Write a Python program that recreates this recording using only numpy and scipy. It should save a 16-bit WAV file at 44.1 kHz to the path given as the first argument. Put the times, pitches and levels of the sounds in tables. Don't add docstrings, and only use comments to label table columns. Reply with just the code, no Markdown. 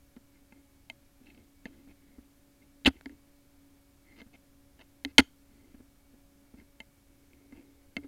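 import sys
import numpy as np
from scipy import signal
from scipy.fft import rfft, irfft
from scipy.io import wavfile
from scipy.ndimage import uniform_filter1d

SR = 44100
rng = np.random.default_rng(int(sys.argv[2]) if len(sys.argv) > 2 else 0)


def generate_wav(sig):
    pcm = np.round(np.clip(np.atleast_2d(sig).T, -1, 1) * 32767).astype(np.int16)
    wavfile.write(sys.argv[1], SR, pcm)


N = 355887
RING_TIME = np.arange(8192) / SR

# (time [s], level [dB], shell pitch [Hz], bluntness [0-1],
# ring time [ratio], jolt level [dB], jolt swell [ms])
CLICKS = [ (0.165, -53, 1490, 0.9, .46, -41, 4.0), (0.5232, -46.5, 2340, 0.2, 1.6, -47, 2.6),
          (0.8992, -29, 2500, .2, 1.1, -51, 4.5), (1.6555, -31.5, 1880, 1, .8, -33.5, 2.4),
          (1.660, -43.5, 710, 1, 0.99, -60, 4), (2.8492, -27, 3380, 0.3, 1.03, -40, 3),
          (2.8572, -20, 2900, .1, 0.61, -21, 2.7), (3.011, -43.5, 1590, .15, 0.06, -67, 3),
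          (3.0586, -33.5, 1750, 0.3, 0.67, -35.5, 6.7), (3.095, -47, 1770, 0, .3, -45.5, 8.8),
          (4.2165, -43, 2000, 0.3, 1.3, -43, 2.6), (5.049, -21, 2925, 0, .62, -31, 8.2),
          (6.5997, -50.5, 2100, 0, .6, -56, 4), (6.8028, -33, 2220, 0.02, 1.42, -46, 3.0),
          (7.333, -51, 2300, 0.16, 0.46, -56.5, 3), (7.5238, -48.5, 2070, 0.25, 1.14, -42, 4.8),
          (7.9668, -22.5, 2400, 0.08, 1.08, -30, 2.9)]
# (time [s], first fracture [dB], tearing time [ms], fade per fracture [dB],
# shell pitch [Hz], jaw chatter [dB], thud [dB])
BIG_CRACKS = [(2.8603, -9, 12.2, 0.77, 3000, -18, -12), (5.1817, -0.5, 7.0, 4, 3200, -8, -10)]


def undb(db):
    return 10 ** (np.asarray(db) / 20)


def unit(x):
    return x / np.sqrt(np.mean(x ** 2))


def add(track, start_s, sound):
    i = max(int(start_s * SR), 0)
    track[i:i + len(sound)] += sound[:max(N - i, 0)]


def colour(x, points):
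    hz, db = np.transpose(points)
    f = np.maximum(np.fft.rfftfreq(len(x), 1 / SR), 1)
    return irfft(rfft(x) * undb(np.interp(np.log(f), np.log(hz), db)), len(x))


def resonate(x, hz, q):
    return signal.lfilter(*signal.iirpeak(hz, q, fs=SR), x)


def drift(rate):
    hold = int(SR / rate)
    steps = np.repeat(rng.standard_normal(N // hold + 1), hold)
    return unit(uniform_filter1d(steps, hold)[:N])


def swell(age):
    return age * np.exp(1 - age)


def appliance_hum(pitch_waver=0.0039, flutter_db=2.37):
    # (frequency [Hz], rms level [dB])
    tones = [(279.9, -67), (565.2, -79), (726.7, -87.5), (845.2, -90.5), (1405, -97.5), (1685, -93.5),
             (2250, -86.5), (2353, -93.5)]
    clock = np.cumsum(1 + pitch_waver * drift(6)) / SR
    hum = np.zeros(N)
    for hz, db in tones:
        hum += undb(db + flutter_db * drift(11)) * np.sin(2 * np.pi * (hz * clock + rng.random()))
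    return np.sqrt(2) * hum


def noise_bed(level_db=-63):
    # (frequency [Hz], relative level [dB])
    spectrum = [(15, 0.5), (45, -.5), (90, -4.5), (170, -11.5), (280, -9.5), (420, -18.5), (750, -23),
                (1500, -25.5), (3000, -28.5), (8000, -30), (14000, -29.5), (16000, -36)]
    return undb(level_db) * unit(colour(rng.standard_normal(N), spectrum))


def jaw_ring(ring_scale, scatter_db=3.5, detune=0.011, crack_db=-3, crack_s=0.0007):
    # (frequency [Hz], level [dB], t60 before ring_scale [s])
    jaw_modes = [ (410, -16.5, 0.041), (570, -17, 0.015), (667, -9, 0.042), (900, -7.5, .040),
                 (1400, -10.5, .018), (1690, -6.5, 0.018), (2108, -1.5, .033), (2646, -3, 0.019),
                 (3087, -4, 0.016), (3735, -8.5, 0.014), (4270, -6.5, 0.014), (4737, -8, 0.013),
                 (6349, -12.5, .016), (7200, -15, .015), (9600, -13, 0.0094), (10750, -15.5, .014),
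                 (13900, -21, .010), (3250, -48.5, 0.29), (4960, -50.5, .25)]
    hz, db, t60 = np.transpose(jaw_modes)[:, :, None]
    size, shift, side = rng.standard_normal((3, len(hz), 1))
    gains = np.sign(side) * undb(db + scatter_db * size)
    tones = np.sin(2 * np.pi * hz * (1 + detune * shift) * RING_TIME)
    decays = np.exp(-np.log(1000) * RING_TIME / (t60 * ring_scale))
    crack = resonate(rng.standard_normal(len(RING_TIME)), hz=2800, q=1) * np.exp(-RING_TIME / crack_s)
    return np.sum(gains * tones * decays, axis=0) + undb(crack_db) * crack


def snap(shell_hz, treble_db, ring_scale, tear_ms, shell_db=7, shell_q=5.5, splinter=0.21, crest_db=7):
    n = len(RING_TIME)
    fade = np.exp(-1000 * RING_TIME / tear_ms)
    ticks = splinter * tear_ms * fade * rng.standard_normal(n) * rng.exponential(size=n)
    ticks[0] = 1
    hit = signal.fftconvolve(ticks, jaw_ring(ring_scale))[:n]
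    hit += undb(shell_db) * resonate(hit, shell_hz, shell_q)
    treble = signal.sosfiltfilt(signal.butter(2, 5500, "high", fs=SR, output="sos"), hit, padtype=None)
    hit += (undb(treble_db) - 1) * treble
    loudest_rms = np.sqrt(uniform_filter1d(hit ** 2, size=128, mode="constant").max())
    return hit / loudest_rms / undb(crest_db)


def clicks():
    out = np.zeros(N)
    for s, db, shell_hz, blunt, ring_scale, _, _ in CLICKS:
        click = snap(shell_hz, -20.5 * blunt, ring_scale, tear_ms=.5, shell_db=8 + 6 * blunt)
        add(out, s, undb(db) * click)
    return out


def jolts(body_hz=254, body_swell_ms=4.6, loose_grip_power=.16):
    # (time [s], level [dB], swell [ms])
    bumps = [(1.211, -51.5, 6), (1.378, -51.5, 4.5), (1.68, -50, 4.8), (1.705, -50, 6.3),
             (1.872, -47.5, 4.1), (2.183, -43.5, 4.6), (4.262, -49, 4), (5.743, -42.5, 4.3),
             (5.801, -45.5, 5.2), (6.137, -49.5, 4), (6.539, -43, 3.9), (7.979, -38.5, 9.6),
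             (8.042, -39, 7.9)]
    light = [(s, db, ms) for s, *_, db, ms in CLICKS] + list(bumps)
    knocks = [(s, db, body_hz * (ms / body_swell_ms) ** loose_grip_power, ms) for s, db, ms in light]
    rock_db, rock_hz, rock_swell_ms = -16.5, 67, 5.6
    knocks += [(s, db + rock_db, rock_hz, rock_swell_ms) for s, db, _ in bumps]
    thud_hz, thud_swell_ms = 267, 4.3
    recoil_db, rebound_db, rebound_s = -14, -25, .026
    for s, _, tear_ms, *_, thud_db in BIG_CRACKS:
        slam_s = s + tear_ms / 1000
        for at_s, step_db in [(s, recoil_db), (slam_s, 0), (slam_s + rebound_s, rebound_db)]:
            knocks.append((at_s, thud_db + step_db, thud_hz, thud_swell_ms))
    return knocks


def camera_body(rattle_db=-16, rattle_ms=4.2, rattle_steepness=0.52):
    # (pitch [ratio], level [dB], swell time [ratio])
    body_modes = [(.25, -16, 1.7), (1, 0, 1), (1.45, -17.5, .8)]
    # (frequency [Hz], relative level [dB])
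    housing = [(25, 1.5), (95, 5.5), (135, -15), (300, -1), (420, 3), (550, -3), (850, -7), (1500, -8.5),
               (3000, -21.5), (8000, -43.5)]
    out = np.zeros(N)
    ms = 1000 * RING_TIME
    for s, db, hz, swell_ms in jolts():
        for multiple, mode_db, share in body_modes:
            tone = -np.sin(2 * np.pi * hz * multiple * RING_TIME)
            add(out, s, undb(db + mode_db) * swell(ms / (swell_ms * share)) * tone)
        trim = min(6.5 / swell_ms, 1) ** rattle_steepness
        rattle = unit(colour(rng.standard_normal(len(ms)), housing))
        add(out, s, trim * undb(db + rattle_db) * swell(ms / rattle_ms) * rattle)
    return out


def rubbing(slips_per_s=2200, spread_db=3.0, dull_hz=4500, squeak_db=-6, body_q=2.1, rock_db=-5):
    # (midpoint [s], length [s], scrape [dB], rumble [dB], rumble pitch [Hz])
    strokes = [ (0.363, 0.064, -72.5, -69, 260), (0.583, 0.09, -74, -65, 300), (1.285, .12, -68, -60, 260),
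               (1.39, .14, -74.5, -59.5, 248), (1.755, 0.22, -73.5, -60, 257),
               (1.9, 0.065, -66, -57.5, 249), (2.12, 0.33, -77, -64.5, 246),
               (2.629, 0.061, -70.5, -63, 274), (2.969, 0.084, -67, -59, 272),
               (3.119, 0.092, -75, -56, 263), (4.12, 0.15, -64, -64.5, 256), (4.193, 0.074, -57, -59, 275),
               (4.346, .04, -58.5, -56, 260), (4.809, 0.06, -59, -63, 262), (5.097, .06, -63.5, -62, 288),
               (5.641, 0.46, -75, -63, 263), (6.60, 0.086, -68, -55.5, 255.8),
               (7.526, 1, -79.5, -68.5, 342), (7.581, 0.13, -67, -54.5, 277.5),
               (8.039, 0.062, -67.5, -55, 276)]
    out = np.zeros(N)
    for s, length, scrape_db, rumble_db, rumble_hz in strokes:
        n = int(length * SR)
        envelope = np.sqrt(np.abs(np.hanning(n)))
        slipping = rng.random(SR)[:n] < slips_per_s / SR
        size, skin = rng.standard_normal((2, SR))[:, :n]
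        slips = slipping * size * undb(spread_db * np.abs(size))
        steel = signal.fftconvolve(slips, jaw_ring(ring_scale=0.65))[:n]
        steel = signal.sosfilt(signal.butter(2, dull_hz, fs=SR, output="sos"), steel)
        steel += undb(squeak_db) * resonate(steel, hz=2160, q=7)
        rumble = unit(resonate(resonate(skin, rumble_hz, body_q), rumble_hz, body_q))
        rocking = undb(rock_db) * unit(resonate(resonate(skin, hz=74, q=3.2), hz=74, q=3.2))
        stroke = undb(scrape_db) * unit(steel) + undb(rumble_db) * unit(rumble + rocking)
        add(out, s - length / 2, envelope * stroke)
    return out


def crunches():
    # (time [s], level [dB], tearing time [ms])
    tears = [(1.266, -49, 6.6), (1.301, -49, 5.7), (1.347, -54.5, 1.7), (1.376, -54, 1.5),
             (1.665, -48.5, 11), (4.811, -47.5, 3.9)]
    out = np.zeros(N)
    for s, db, tear_ms in tears:
        add(out, s, undb(db) * snap(shell_hz=2640, treble_db=-28, ring_scale=0.74, tear_ms=tear_ms))
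    return out


def big_crack(start_s, db, tear_ms, fade_db, shell_hz, chatter_db, fractures=4):
    bounces, bounce_s, bounce_fade_db = 5, 0.0037, 2.5
    out = np.zeros(N)
    tear_s = tear_ms / 1000
    for k in range(fractures):
        piece = snap(shell_hz, treble_db=1, ring_scale=.42, tear_ms=1.25, shell_q=3.7)
        add(out, start_s + tear_s * k / fractures, undb(db - k * fade_db) * piece)
    slam_treble_db = 3.5 + .6 * chatter_db
    for k in range(bounces):
        bounce = snap(shell_hz=1400, treble_db=slam_treble_db, ring_scale=0.34, tear_ms=1.3)
        bounce += undb(3) * resonate(bounce, hz=9100, q=7)
        add(out, start_s + tear_s + k * bounce_s, undb(chatter_db - k * bounce_fade_db) * bounce)
    handle_knock = undb(5) * resonate(out, hz=405, q=4.8)
    return out + handle_knock


def room(x, wet_db=-42.0, t60=.26, predelay_s=0.018):
    # (frequency [Hz], relative level [dB])
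    reverb_eq = [(60, -2.5), (300, -1.5), (900, -5.5), (1700, 1.5), (2200, -6), (3100, -1), (4000, -2.5),
                 (7000, 3.5), (10000, -2), (16000, -10)]
    t = np.arange(SR // 2) / SR
    decay = np.exp(-np.log(1000) * t / t60) * (t > predelay_s)
    tail = colour(rng.standard_normal(len(t)), reverb_eq) * decay
    return undb(wet_db) * signal.fftconvolve(x, tail / np.sqrt(np.sum(tail ** 2)))[:N]


def scene():
    # (frequency [Hz], Q, depth [0-1])
    notches = [(135, 2.4, .55), (1098.6, 3.8, .45)]
    shell = sum(big_crack(*crack) for *crack, _ in BIG_CRACKS) + clicks() + crunches()
    flakes = undb(-5) * resonate(shell, hz=4520, q=11)
    near = shell + flakes + camera_body() + rubbing()
    for hz, q, depth in notches:
        near -= depth * resonate(near, hz, q)
    return (near + room(near) + appliance_hum() + noise_bed())[None]


def record(dry, ceiling=.72, top_hz=16000):
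    clipped = np.clip(dry, -ceiling, ceiling)
    return signal.sosfilt(signal.ellip(8, .2, 70, top_hz, fs=SR, output="sos"), clipped)


dry = scene()
out = record(dry)
generate_wav(out)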